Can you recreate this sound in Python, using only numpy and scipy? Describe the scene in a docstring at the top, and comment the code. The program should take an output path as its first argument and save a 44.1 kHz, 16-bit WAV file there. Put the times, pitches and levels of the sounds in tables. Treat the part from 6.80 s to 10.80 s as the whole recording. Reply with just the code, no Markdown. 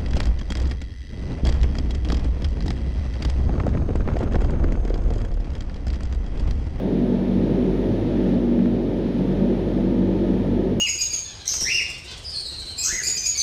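"""Inside a vertical wind tunnel running at constant speed.
The fan drones at the rate its blades pass and at overtones (multiples of that rate), which turbulence
makes waver. The airflow roars, makes the duct ring, and hisses through the floor net and round the flyer.
A few faint ticks poke out. The microphone line cuts a notch in the treble and adds a thin whine."""
import sys
import numpy as np
from scipy import signal
from scipy.fft import rfft, irfft
from scipy.io import wavfile

SR = 44100
rng = np.random.default_rng(int(sys.argv[2]) if len(sys.argv) > 2 else 0)


def materialize(psi):
    """Save the field psi as 16-bit PCM at rate SR to the path in sys.argv[1].

    A 1-D psi becomes a single channel; in a 2-D psi each row is a channel.
    """
    bounded = np.clip(np.atleast_2d(psi).T, -1, 1)
    quanta = np.round(bounded * 32767).astype(np.int16)
    wavfile.write(sys.argv[1], SR, quanta)


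N = 176400   # 4 seconds

# small snaps, probably clothing flapping: start_s, peak_db
TICKS = [(1.406, -35), (1.733, -33), (1.792, -28.5), (1.859, -27.5), (2.978, -38)]

# how the hiss is spread from low to high: pitch_hz, relative_db
HISS_SPECTRUM = [(600, -2.5), (1100, 0), (1500, 0), (1900, 0), (2450, -2), (2700, -3.5), (3300, -2.5),
                 (3800, -4.5), (4600, -10.5), (6000, -15.5), (7000, -19.5), (9000, -23.5), (10200, -23),
                 (12500, -32), (15500, -42.5)]
# how the hiss rises and falls: time_s, level_db
HISS_LEVEL = [(0, -48.5), (.45, -48), (.7, -47.2), (1.2, -47), (1.5, -46), (1.65, -48.5), (2.05, -49),
              (2.37, -47), (3.05, -48), (3.2, -49), (3.48, -47.5), (3.95, -49)]
# extra lift for the top of the hiss: time_s, boost_db
TREBLE_BOOST = [(0, 0.5), (.6, 0), (.95, 1.5), (1.3, -0.5), (1.9, 0.5), (2.3, 0), (2.65, 0), (3.1, 0.5),
                (3.5, 0.5), (4, 0.5)]

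# how the roar is spread from low to high: pitch_hz, relative_db
ROAR_SPECTRUM = [(15, -15), (35, -13), (60, -10), (80, -15.5), (120, -5), (165, -4.5), (230, 1.5), (340, 0),
                 (440, -4.5), (580, -7.5), (680, -13.5), (780, -20), (930, -21.5), (1100, -35), (1600, -47)]
# the airflow's strength, which swells the roar and part of the fan: time_s, relative_db
FLOW_LEVEL = [(0, -22), (.3, -21.5), (.53, -23), (.8, -20), (1.0, -20), (1.25, -22), (1.42, -19.5),
              (1.6, -20.5), (1.8, -22.5), (1.95, -22), (2.22, -23.3), (2.62, -20.5), (3.15, -21),
              (3.5, -20), (3.62, -22), (3.76, -19.5), (3.97, -24)]
# pitches at which the flow makes the duct ring: pitch_hz, width_hz, relative_db
DUCT_RESONANCES = [(74, 8.9, -52.5), (131.1, 9, -42.5), (145.8, 12, -38.5), (183, 8.6, -32),
                   (210.6, 21, -35.5), (251, 18, -31.5), (304.1, 28, -36), (330.3, 14, -41),
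                   (370, 19.3, -36), (886, 86, -51.5), (1252, 80, -60.5), (1783, 200, -58)]
# the duct's deep boom, two close pitches: pitch_hz, width_hz, relative_db
BOOM_RESONANCES = [(95, 4.6, -5), (105.3, 6, -2.5)]
# how the boom comes and goes: time_s, level_db
BOOM_LEVEL = [(0, -31.5), (.25, -43), (.62, -29), (.88, -36.5), (1.12, -30), (1.4, -32.5), (1.75, -38),
              (2.0, -33), (2.35, -37), (2.85, -36.5), (3.3, -34.5), (3.5, -29.5), (3.65, -34), (4, -30)]

# the fan's weaker overtones: multiple_of_blade_rate, relative_db
WEAK_OVERTONES = [(2, -40.5), (3, -37.5), (6, -35.5), (7, -31.3), (8, -33.5), (9, -39), (10, -44),
                  (11, -44), (12, -51.5), (13, -51.5)]
# how the two strongest, at 4 and 5 times the blade rate, swell and fade: time_s, level_db
FOURTH_LEVEL = [(0, -27.5), (.2, -31.5), (.32, -23.5), (.72, -29), (1.0, -32), (1.28, -40), (1.55, -27.5),
                (1.67, -35.5), (1.81, -21), (2.0, -31.5), (2.14, -42), (2.38, -25), (2.69, -24.5),
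                (2.899, -25), (3.07, -26), (3.4, -28), (3.55, -27), (3.85, -24), (4, -32)]
FIFTH_LEVEL = [(0, -43), (.28, -25), (.6, -23), (.75, -32.5), (1.33, -34), (1.52, -22.5), (1.88, -23),
               (2.05, -33.5), (2.37, -25.5), (2.499, -37), (2.68, -22.5), (2.86, -36), (3.14, -24),
               (3.3, -33.5), (3.45, -25.5), (3.62, -34), (4, -32)]


def from_db(db):
    """Turn decibels into a number to multiply the sound by."""
    return 10 ** (np.asarray(db) / 20)


def rms_one(x):
    """Scale a signal so that its average strength (rms) is 1."""
    return x / np.sqrt(np.mean(x ** 2) + 1e-20)


def in_time(rows):
    """Join a table's (time_s, value) points with straight lines, one value per sample."""
    return np.interp(np.arange(N) / SR, *np.transpose(rows))


def drift(per_s):
    """A smooth random wobble of size about 1, changing about per_s times a second."""
    step, warm_up = 40, 2000   # one point every 40 samples; the first 2000 points are dropped
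    memory = np.exp(-2 * np.pi * per_s * step / SR)
    noise = rng.standard_normal(N // step + warm_up + 2)
    slow = signal.lfilter([1], [1, -2 * memory, memory * memory], noise)[warm_up:]
    return np.interp(np.arange(N) / step, np.arange(len(slow)), rms_one(slow))


def shaped_noise(spectrum):
    """Noise that follows a (pitch_hz, relative_db) table and fades beyond its lowest and highest pitch."""
    hz, db = np.transpose(spectrum)
    bins_hz = np.maximum(np.arange(N // 2 + 1) * SR / N, 1)
    gain = from_db(np.interp(np.log(bins_hz), np.log(hz), db))
    edge_fade = np.minimum(bins_hz / hz[0], 1) ** 2 * np.minimum(hz[-1] / bins_hz, 1) ** 2
    return rms_one(irfft(rfft(rng.standard_normal(N)) * gain * edge_fade, N))


def resonance(hz, width_hz):
    """Noise ringing in a narrow band around one pitch."""
    band = signal.butter(2, [hz - width_hz / 2, hz + width_hz / 2], "band", fs=SR, output="sos")
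    return rms_one(signal.sosfilt(band, rng.standard_normal(N + SR))[SR:])


def ticks(low_hz=600, high_hz=1900):
    """Single, dull snaps that just poke out of the hiss."""
    band = signal.butter(2, [low_hz, high_hz], "band", fs=SR, output="sos")
    snap = signal.sosfilt(band, signal.unit_impulse(SR // 100))
    clicks = np.zeros(N)
    for start_s, peak_db in TICKS:
        clicks[int(start_s * SR)] = from_db(peak_db)
    return signal.fftconvolve(clicks, snap / np.abs(snap).max())[:N]


def air_hiss(gain_db=0.5, flicker_db=-0.06, treble_from_hz=7000):
    """Air rushes through the net and over clothing; its top treble swells a little on its own."""
    air = shaped_noise(HISS_SPECTRUM)
    treble = signal.sosfiltfilt(signal.butter(2, treble_from_hz, "high", fs=SR, output="sos"), air)
    air = air + (from_db(in_time(TREBLE_BOOST)) - 1) * treble
    return from_db(in_time(HISS_LEVEL) + gain_db + flicker_db * drift(per_s=31)) * air


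def duct_roar(rumble_gain_db=-4, flicker_db=0.5, ring_gain_db=20.5):
    """Swirling air rumbles and makes the duct ring, so both swell together; a deep boom comes and goes."""
    flow_db = in_time(FLOW_LEVEL)
    swell_db = flow_db - flow_db.mean()
    rumble_db = rumble_gain_db + flow_db.mean() + 0.44 * swell_db   # follows only part of each swell
    rumble = from_db(rumble_db + flicker_db * drift(per_s=9.2)) * shaped_noise(ROAR_SPECTRUM)
    ring = sum(from_db(db) * resonance(hz, width_hz) for hz, width_hz, db in DUCT_RESONANCES)
    boom = sum(from_db(db) * resonance(hz, width_hz) for hz, width_hz, db in BOOM_RESONANCES)
    return rumble + from_db(flow_db + ring_gain_db) * ring + from_db(in_time(BOOM_LEVEL)) * boom


def fan_overtone(phase, unsteady):
    """One overtone: a steady part plus a part that wavers in the turbulence."""
    waver = drift(per_s=2.28) + 1j * drift(per_s=2.28)   # complex, so it moves both level and phase
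    tone = np.exp(1j * (phase + 2 * np.pi * rng.random()))
    return rms_one(np.real((1 + unsteady * waver) * tone))


def fan_drone(blade_hz=47.46, hum_db=-30.5, hum_waver_db=0.7, weak_gain_db=-1.18, strong_gain_db=-0.5):
    """Passing blades make a firm hum with overtones; the two strongest swell and fade on their own."""
    pitch_hz = blade_hz * (1 + 0.00097 * drift(per_s=0.67))   # the speed wanders very slightly
    phase = 2 * np.pi * np.cumsum(pitch_hz) / SR
    flow_db = in_time(FLOW_LEVEL)
    swell_db = flow_db - flow_db.mean()
    hum = from_db(hum_db + swell_db + hum_waver_db * drift(per_s=2.3)) * rms_one(np.sin(phase))
    weak = sum(from_db(db) * fan_overtone(multiple * phase, unsteady=0.44)
               for multiple, db in WEAK_OVERTONES)
    strong = sum(from_db(strong_gain_db + in_time(level)) * fan_overtone(multiple * phase, unsteady=0.16)
                 for multiple, level in [(4, FOURTH_LEVEL), (5, FIFTH_LEVEL)])
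    return hum + from_db(weak_gain_db + swell_db) * weak + strong


def scene():
    """All the sounds, added up at one microphone in the chamber."""
    return (fan_drone() + duct_roar() + air_hiss() + ticks())[None]


def record(dry, notch_hz=7867, notch_width_hz=2000, whine_hz=15734, whine_db=-92.5, cutoff_hz=15800):
    """The microphone line cuts a notch in the treble and adds a thin whine; the very top is cut off."""
    notched = signal.lfilter(*signal.iirnotch(notch_hz, notch_hz / notch_width_hz, fs=SR), dry)
    whine = from_db(whine_db) * rms_one(np.sin(2 * np.pi * whine_hz * np.arange(N) / SR))
    steep_low_pass = signal.ellip(12, 0.1, 80, cutoff_hz, fs=SR, output="sos")
    return signal.sosfilt(steep_low_pass, notched + whine)


dry = scene()
out = record(dry)
materialize(out)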